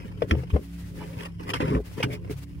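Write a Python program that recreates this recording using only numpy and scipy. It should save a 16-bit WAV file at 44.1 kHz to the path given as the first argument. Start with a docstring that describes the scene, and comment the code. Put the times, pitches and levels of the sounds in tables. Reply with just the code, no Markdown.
"""A rubber drive belt is pulled off engine pulleys by hand, outdoors, close to a phone with two ports.
Throughout, distant machinery hums as wavering tones on rumble, and shaped noise hisses in and out.
First the dragged belt scrapes as stick-slip grains through resonances, with low decaying sines as thumps,
hollow knocks and a clack of pulley modes; a calmer stretch follows. After a second the scraping returns
with short singing rubs, then come crowded knocks and clacks, a hard clack near two seconds, and a fade."""
import sys
import numpy as np
from scipy import signal
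from scipy.fft import rfft, irfft, next_fast_len
from scipy.io import wavfile
from scipy.ndimage import map_coordinates

SR = 44100
rng = np.random.default_rng(int(sys.argv[2]) if len(sys.argv) > 2 else 0)


def output_pcm(signal):
    """Save a mono or channel-first signal as 16-bit PCM at the path in sys.argv[1].

    Samples are clipped to [-1, 1] before scaling.
    """
    pcm = np.clip(np.atleast_2d(signal).T, -1, 1) * 32767
    wavfile.write(sys.argv[1], SR, np.round(pcm).astype(np.int16))


N = 114660

# tones of distant machinery: (frequency [Hz], mean rms level [dB])
HUM_TONES = [(64.6, -45), (102.3, -48), (172.3, -44.5), (204.6, -58.5), (279.9, -54), (344.5, -62.5)]
# spectrum of the rumble beneath the tones: (frequency [Hz], relative level [dB])
RUMBLE_SPECTRUM = [(12, -59), (20, 2.5), (97, 4), (138, 5.5), (173, -10.5), (233, -9.5), (282, -4.5),
                   (309, -10), (700, -36), (910, -79), (1540, -120)]
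# course of the hiss: (time [s], relative level [dB])
HISS_COURSE = [(0, -77), (.06, -64), (.09, -70), (.18, -74), (.21, -59), (.24, -64), (.265, -72),
               (.29, -57), (.34, -70), (.43, -59), (.46, -70), (.49, -72), (.51, -61.5), (.62, -60),
               (.72, -61), (1.13, -60), (1.27, -61), (1.29, -74), (1.38, -81), (1.41, -66), (1.76, -65),
               (1.8, -65), (1.835, -72), (1.85, -61), (1.96, -60.5), (2.05, -61), (2.075, -66.5),
               (2.14, -51), (2.18, -71.5), (2.29, -67.5), (2.31, -51), (2.35, -58), (2.44, -59),
               (2.46, -74), (2.6, -71)]
# spectrum of the hiss at the left port: (frequency [Hz], relative level [dB])
HISS_LEFT_SPECTRUM = [(500, 10), (1000, 5.5), (2000, 6.5), (3500, 4), (7000, 2), (15000, 0.5)]
# spectrum of the hiss at the right port: (frequency [Hz], relative level [dB])
HISS_RIGHT_SPECTRUM = [(500, 11), (1000, 5.5), (2500, 8.5), (4000, 0.5), (5000, 3), (7000, -12), (9500, -2),
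                       (11300, -5), (12000, -31), (15000, -10)]
# response of the right port to near sounds: (frequency [Hz], gain [dB])
RIGHT_PORT_GAIN = [(100, -1.7), (300, -2.5), (1000, -2.5), (2500, 2.5), (5000, -2.5), (7500, -10),
                   (9500, 1), (12500, -11.5), (15000, -14)]
# delay of near sounds at the right port: (frequency [Hz], lag [s])
RIGHT_PORT_LAG = [(300, 0.00027), (550, 0.00028), (900, 0.0005486)]
# belt dragged over parts: (time [s], scrape level before dulling [dB], rumble level [dB])
DRAG_COURSE = [(0, -51, -44.5), (.06, -54, -45), (.15, -60, -52), (.21, -59.5, -48), (.24, -48, -30),
               (.265, -61, -40.5), (.295, -49, -42), (.33, -41.5, -25), (.37, -52.5, -38),
               (.43, -53.5, -42), (.47, -61.5, -56), (.52, -61, -53.5), (.55, -44, -21), (.6, -68, -40),
               (.7, -72, -81), (.94, -66, -50.5), (1.02, -47.5, -37.5), (1.12, -58.5, -52), (1.2, -46, -41),
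               (1.26, -45, -43), (1.29, -57.5, -50), (1.38, -66, -69), (1.405, -47, -36),
               (1.43, -48.5, -47), (1.46, -51, -42), (1.505, -34.5, -38), (1.53, -53.5, -39),
               (1.565, -43, -35), (1.595, -53.5, -53), (1.615, -43, -27), (1.66, -40, -26),
               (1.76, -43, -24), (1.8, -68, -29), (1.84, -59.5, -58), (1.96, -61.5, -55), (1.98, -44, -34),
               (2.01, -45.5, -36.5), (2.05, -39, -30), (2.075, -59.5, -33.5), (2.14, -43.5, -41),
               (2.165, -51.5, -43), (2.19, -65, -53), (2.28, -55.5, -44.5), (2.31, -63, -31),
               (2.37, -65, -66), (2.44, -81, -78), (2.47, -68, -73), (2.6, -66, -65)]
# resonances of the brackets: (frequency [Hz], width [Hz], relative level [dB])
BRACKET_RESONANCES = [(920, 305, 21), (1215, 120, 8), (1940, 41, 5), (2250, 76, -14), (2810, 51, -8),
                      (3120, 29, -34.5), (3280, 15, -5), (4240, 23, -25), (4700, 46, -23)]
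# broad colour of contact noise: (frequency [Hz], relative level [dB])
CONTACT_COLOUR = [(350, -3.5), (600, -5.5), (687, -18), (948, -16.5), (2400, -9), (3190, -11), (3800, -28),
                  (5180, -14.5), (6510, -27), (10000, -24.5), (15000, -31)]
# resonances of the cavity under the car: (frequency [Hz], width [Hz], relative level [dB])
CAVITY_RESONANCES = [(71.5, 32, -7), (142, 47, 0.5), (275.6, 75, -1.5), (422, 20.7, 2), (521.6, 17, -2),
                     (607, 230, -17.5)]
# rubs that set one bracket singing: (start [s], length [s], frequency [Hz], level before windowing [dB])
SINGING_RUBS = [(.085, .040, 950, -53), (.384, .026, 2150, -58), (.497, .023, 3070, -51),
                (.750, .160, 1910, -65), (.959, .066, 1770, -58), (1.050, .220, 515, -51),
                (1.127, .017, 2300, -51), (1.180, .023, 2650, -48), (1.199, .017, 1880, -48),
                (1.240, .035, 1100, -45), (1.242, .027, 2780, -47), (1.251, .024, 1900, -49),
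                (1.465, .060, 1000, -43), (1.496, .017, 2780, -39), (1.544, .030, 1550, -40),
                (1.553, .030, 2150, -41), (1.597, .050, 1950, -41), (1.598, .047, 1020, -34),
                (1.601, .040, 2320, -46), (1.646, .034, 950, -39), (1.650, .015, 1450, -42),
                (1.674, .037, 2620, -49), (1.681, .024, 950, -38), (1.699, .017, 2000, -45),
                (1.706, .084, 1050, -38), (1.989, .030, 1980, -45), (2.087, .070, 600, -45),
                (2.102, .064, 2230, -45), (2.124, .021, 3500, -51), (2.130, .030, 4700, -52)]
# dull blows on the frame: (time [s], envelope peak [dB], frequency [Hz], rise [s], 60 dB decay [s])
FRAME_THUMPS = [(.045, -32, 222, 0.0044, 0.055), (0.219, -13, 452, 0.0059, 0.023),
                (1.413, -34.5, 298, 0.0061, 0.056), (1.602, -17, 293, 0.0026, 0.047),
                (2.036, -22.5, 310, 0.0027, .08), (.312, -10.5, 77.2, 0.003, 0.22),
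                (.314, -17, 214.5, 0.0071, 0.057), (0.316, -25, 321, 0.0084, 0.11),
                (0.359, -23, 128.5, 0.0032, 0.39), (0.529, -9, 71, 0.0064, 0.14),
                (1.169, -24.5, 103, 0.0038, 0.033), (1.738, -18, 60.1, 0.019, 0.2),
                (1.792, -25.5, 59.6, 0.018, 0.077), (2.037, -21, 128, 0.0027, 0.23),
                (2.097, -28, 117, 0.0055, 0.099), (2.299, -33.5, 137.4, 0.036, 0.42)]
# belt on metal: (time [s], relative click level [dB], click 60 dB decay [s], click roll-off [Hz],
#                 ring frequency [Hz], relative ring level [dB])
BELT_KNOCKS = [(0.22, -27.5, 0.039, 1430, 467, -10.5), (0.309, -19.5, 0.036, 4600, 610, -21),
               (.351, -38, 0.021, 700, 506, -26.5), (0.434, -40.5, 0.032, 2980, 490, -29.5),
               (0.502, -41, 0.041, 3000, 1110, -32), (0.562, -37, 0.047, 900, 438, -21.5),
               (1.206, -31.5, 0.024, 3000, 432, -36), (1.395, -42, 0.057, 2000, 420, -50),
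               (1.536, -21.5, 0.099, 6700, 477, -33), (1.602, -25, 0.068, 1900, 570, -26),
               (1.748, -33.5, 0.039, 2470, 780, -27), (2.003, -36.5, 0.049, 2000, 510, -21),
               (2.028, -19, 0.064, 8850, 463, -32), (2.089, -59, 0.021, 1000, 550, -39),
               (2.247, -47, 0.023, 3000, 497, -35.5), (2.297, -34, 0.0066, 2500, 282, -24.5)]
# partials of a hollow ring: (multiple of the ring frequency, relative level [dB])
RING_PARTIALS = [(1.001, 2.5), (1.33, -8), (2.3, -22)]
# hard blows on the pulley: (time [s], relative level [dB], centre of modes excited [Hz],
#                            spread [octaves], right port lag [s])
PULLEY_CLACKS = [(.3095, -13.5, 1920, 0.85, 0.00053), (.562, -23.5, 827, 0.51, 0.00019),
                 (1.534, -21, 2260, 0.99, 0.00063), (1.546, -33, 1780, .4, 0.00059),
                 (1.748, -22, 1920, 0.42, 0.00041), (2.027, -11, 2490, 0.38, 0.000026),
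                 (2.037, -35.5, 2640, 0.77, 0.000016), (2.273, -54, 900, .7, 0.000087)]
# modes of the pulley: (frequency [Hz], relative level [dB], 60 dB decay [s])
PULLEY_MODES = [(747, 3, 0.033), (1056, 0, 0.049), (1346, 1.5, 0.039), (1813, -5, 0.035), (2303, -7, 0.024),
                (2557, -5, 0.02), (2873, -11, 0.059), (3252, -6.5, 0.042), (4090, -8, 0.027),
                (5145, -7, 0.052), (6210, -9.5, 0.022)]

HUM_WAVER_HZ, HUM_WAVER_DB = 2.426, 3.5  # standard deviations at the random knots
RUMBLE_DB, HISS_DB = -41, 4  # mean rumble level; gain added to the hiss course
BRACKETS_DB = -2.5  # resonances against the broad colour
GRAINS_PER_S, GRAIN_SPREAD_DB = 3000, 2
DULLING, SPLIT_HZ = 0.6, 1930  # dB of treble per dB of scrape over rumble; where the treble begins
RUB_Q, RUB_STEADY = 16, 0.4  # sharpness; exponent that evens out the flutter
RING_CYCLES, KNOCK_ATTACK_S = 14.2, 0.00054  # cycles to fall 60 dB; time constant
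CLACK_ATTACK_S, CLACK_SCATTER_DB = 0.0012, 1.5  # time constant; random spread between modes
ECHO_DB, RUB_ECHO_DB = 6.5, -6
ECHO_T60, ECHO_RENEW_S = 0.02, 0.03  # s
LOW_CUT_HZ, TOP_HZ = 30, 15800


def amp(db):
    """Decibel law: 20 dB is a tenfold amplitude."""
    return 10 ** (np.asarray(db) / 20)


def unit(x):
    """Normalisation to unit root mean square."""
    return x / np.sqrt(np.mean(x ** 2) + 1e-20)


def along(points, hz):
    """Linear interpolation of (frequency, value) points on a logarithmic frequency axis."""
    f, values = np.transpose(points)
    return np.interp(np.log(hz + 1), np.log(f + 1), values)


def curves(rows):
    """Linear interpolation in time, one curve for each column after the first."""
    times, *columns = np.transpose(rows)
    return [np.interp(np.arange(N) / SR, times, column) for column in columns]


def wobble(rate):
    """Slow random modulation: a spline through `rate` Gaussian knots a second."""
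    knots = rng.standard_normal(int(N * rate / SR) + 4)
    return map_coordinates(knots, [np.arange(N) * rate / SR])


def filtered(x, response):
    """Linear filtering: the spectrum times a response of frequency."""
    m = next_fast_len(N + SR // 2)
    return irfft(rfft(x, m) * response(np.fft.rfftfreq(m, 1 / SR)), m)[..., :N]


def resonances(peaks, f):
    """Superposition of damped resonators with alternating polarity."""
    total = 0
    for k, (centre, width, db) in enumerate(peaks):
        damping = 1j * f * width
        total = total + (-1) ** k * amp(db) * damping / (centre * centre - f * f + damping)
    return total


def contact(x):
    """Forced response of the brackets: broad contact colour plus resonances."""
    top = max(db for _, _, db in BRACKET_RESONANCES)
    colour = [(200, -65)] + list(CONTACT_COLOUR)
    return filtered(x, lambda f: amp(along(colour, f))
                    + amp(BRACKETS_DB - top) * resonances(BRACKET_RESONANCES, f))


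def add(x, s, sound):
    """Superposition of a sound at time s, in place."""
    i = round(s * SR)
    x[i:i + len(sound)] += sound[:len(x) - i]


def hum():
    """Amplitude and frequency modulation of steady tones, over partly correlated rumble at the ports."""
    t = np.arange(N) / SR
    tones = np.zeros(N)
    for hz, db in HUM_TONES:
        level = np.sqrt(2) * amp(db + HUM_WAVER_DB * wobble(8.03))
        drift = np.cumsum(HUM_WAVER_HZ * wobble(10.37)) / SR
        tones += level * np.sin(2 * np.pi * (hz * t + drift + rng.random()))
    spectrum = list(RUMBLE_SPECTRUM) + [(1200, -89)]
    mid, side = filtered(rng.standard_normal((2, N)), lambda f: amp(along(spectrum, f)))
    rumble = unit(np.array([mid + 0.57 * side, mid - 0.84 * side]))
    return tones + amp(RUMBLE_DB + 4.3 * wobble(11.38)) * rumble


def hiss():
    """Uncorrelated noise at the two ports, each with its own spectrum, under one shared envelope."""
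    level_db, = curves(HISS_COURSE)
    pair = filtered(rng.standard_normal((2, N)), lambda f: (f > 300) * amp(
        [along(HISS_LEFT_SPECTRUM, f), along(HISS_RIGHT_SPECTRUM, f)]))
    return amp(level_db + HISS_DB + 2.55 * wobble(40.275)) * pair


def grains(rate):
    """Stick-slip friction as random impulses, `rate` a second on average."""
    slips = (rng.random(N) < rate / SR) * rng.standard_normal(N)
    return slips * amp(GRAIN_SPREAD_DB * wobble(120))


def drag():
    """Stick-slip of the ribbed belt drives brackets and cavity; rumble above scrape dulls the treble."""
    scrape_db, rumble_db = curves(DRAG_COURSE)
    scrape = unit(contact(grains(GRAINS_PER_S)))
    treble = filtered(scrape, lambda f: 1 / (1 + (SPLIT_HZ / (f + 1)) ** 6))
    treble_gain = amp(DULLING * np.clip(scrape_db - rumble_db, -20, 10))
    scrape = scrape + (treble_gain - 1) * treble
    rumble = unit(filtered(grains(GRAINS_PER_S / 2),
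                           lambda f: resonances(CAVITY_RESONANCES, f) / (1 + 1j * f / 900) ** 2))
    return amp(scrape_db) * scrape + amp(rumble_db) * rumble


def rubs():
    """Friction-driven resonance: dense slips through one sharp peak, swelling and fading."""
    x = np.zeros(N)
    for s, length, hz, db in SINGING_RUBS:
        slips = rng.standard_normal(SR // 4) * (rng.random(SR // 4) < GRAINS_PER_S / SR)
        singing = signal.lfilter(*signal.iirpeak(hz, RUB_Q, SR), slips)
        envelope = np.abs(signal.hilbert(singing)) + 1e-4
        singing = unit(singing / envelope ** RUB_STEADY)
        n = round(length * SR)
        add(x, s, amp(db) * singing[-n:] * np.hanning(n) ** 0.17)
    return x


def thumps():
    """Damped low-frequency oscillation of the frame: each blow swells, then decays exponentially."""
    x, t = np.zeros(N), np.arange(SR // 2) / SR
    for s, db, hz, rise_s, t60 in FRAME_THUMPS:
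        shape = amp(-60 * t / t60) * (1 - np.exp(-(t / rise_s) ** 2))
        add(x, s, amp(db) * shape / shape.max() * np.sin(2 * np.pi * hz * t))
    return x


def knocks():
    """Impact excitation: a noise click through the bracket response and a short hollow ring."""
    clicks, rings, t = np.zeros(N), np.zeros(N), np.arange(SR // 5) / SR
    rise = 1 - np.exp(-t / KNOCK_ATTACK_S)
    for s, db, t60, top_hz, hz, ring_db in BELT_KNOCKS:
        low_pass = signal.butter(1, top_hz, fs=SR)
        noise = unit(signal.lfilter(*low_pass, rng.standard_normal(len(t))))
        add(clicks, s, amp(db - 60 * t / t60) * rise * noise)
        partials = sum(amp(d) * np.sin(2 * np.pi * k * hz * t) for k, d in RING_PARTIALS)
        add(rings, s, amp(ring_db - 60 * t * hz / RING_CYCLES) * rise * partials)
    contact_gain = np.std(contact(rng.standard_normal(N)))
    return contact(clicks) / contact_gain * 0.42 + rings


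def clacks():
    """Modal excitation: a blow rings pulley modes near its centre, later and coloured at the right port."""
    x, t = np.zeros((2, N)), np.arange(SR // 8) / SR
    scatter = rng.normal(0, CLACK_SCATTER_DB, (len(PULLEY_CLACKS), len(PULLEY_MODES)))
    for (s, db, centre_hz, spread, lag), extras in zip(PULLEY_CLACKS, scatter):
        arrivals = (t, np.maximum(t - lag, 0))
        for port, late, is_right in zip(x, arrivals, (0, 1)):
            ring = np.zeros(len(t))
            for (hz, level, t60), extra in zip(PULLEY_MODES, extras):
                off_centre_db = -10.1 * (np.log2(hz / centre_hz) / spread) ** 2
                port_db = is_right * along(RIGHT_PORT_GAIN, hz)
                mode_db = db + level + extra + off_centre_db + port_db
                ring += amp(mode_db - 60 * late / t60) * np.sin(2 * np.pi * hz * late)
            add(port, s, ring * (1 - np.exp(-late / CLACK_ATTACK_S)))
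    return x


def ports(x, echo_db):
    """Scattering from parts nearby, as short random tails redrawn at a fixed interval; the right port lags."""
    step = round(ECHO_RENEW_S * SR)
    t = np.arange(step) / SR
    wet, padded = np.zeros((2, N + 5 * step)), np.pad(x, (step, 2 * step))
    # overlapping windows crossfade from one random tail to the next
    for i in range(0, N + step, step):
        tail = rng.standard_normal((2, step)) * amp(-60 * t / ECHO_T60)
        tail /= np.linalg.norm(tail, axis=1, keepdims=True)
        windowed = padded[i:i + 2 * step] * np.hanning(2 * step)
        piece = signal.fftconvolve(windowed[None], tail, axes=1)
        wet[:, i:i + piece.shape[1]] += piece
    wet = filtered(wet[:, step:N + step], lambda f: (f / (f + 300)) ** 2)

    def port_responses(f):
        """Left is flat; right has its own gain and a phase delay."""
        delay = np.exp(-2j * np.pi * f * along(RIGHT_PORT_LAG, f))
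        return np.array([f ** 0, amp(along(RIGHT_PORT_GAIN, f)) * delay])

    return filtered(x + amp(echo_db) * wet, port_responses)


def scene():
    """Superposition of the background and the near work on the belt."""
    background = hum() + hiss()
    contacts = ports(drag() + thumps() + knocks(), ECHO_DB)
    return background + contacts + ports(rubs(), RUB_ECHO_DB) + clacks()


def record(dry):
    """Band limitation by the phone: a second-order high-pass and a sharp upper limit."""
    return filtered(dry, lambda hz: (1j * hz / (LOW_CUT_HZ + 1j * hz)) ** 2 * (hz < TOP_HZ))


dry = scene()
out = record(dry)
output_pcm(out)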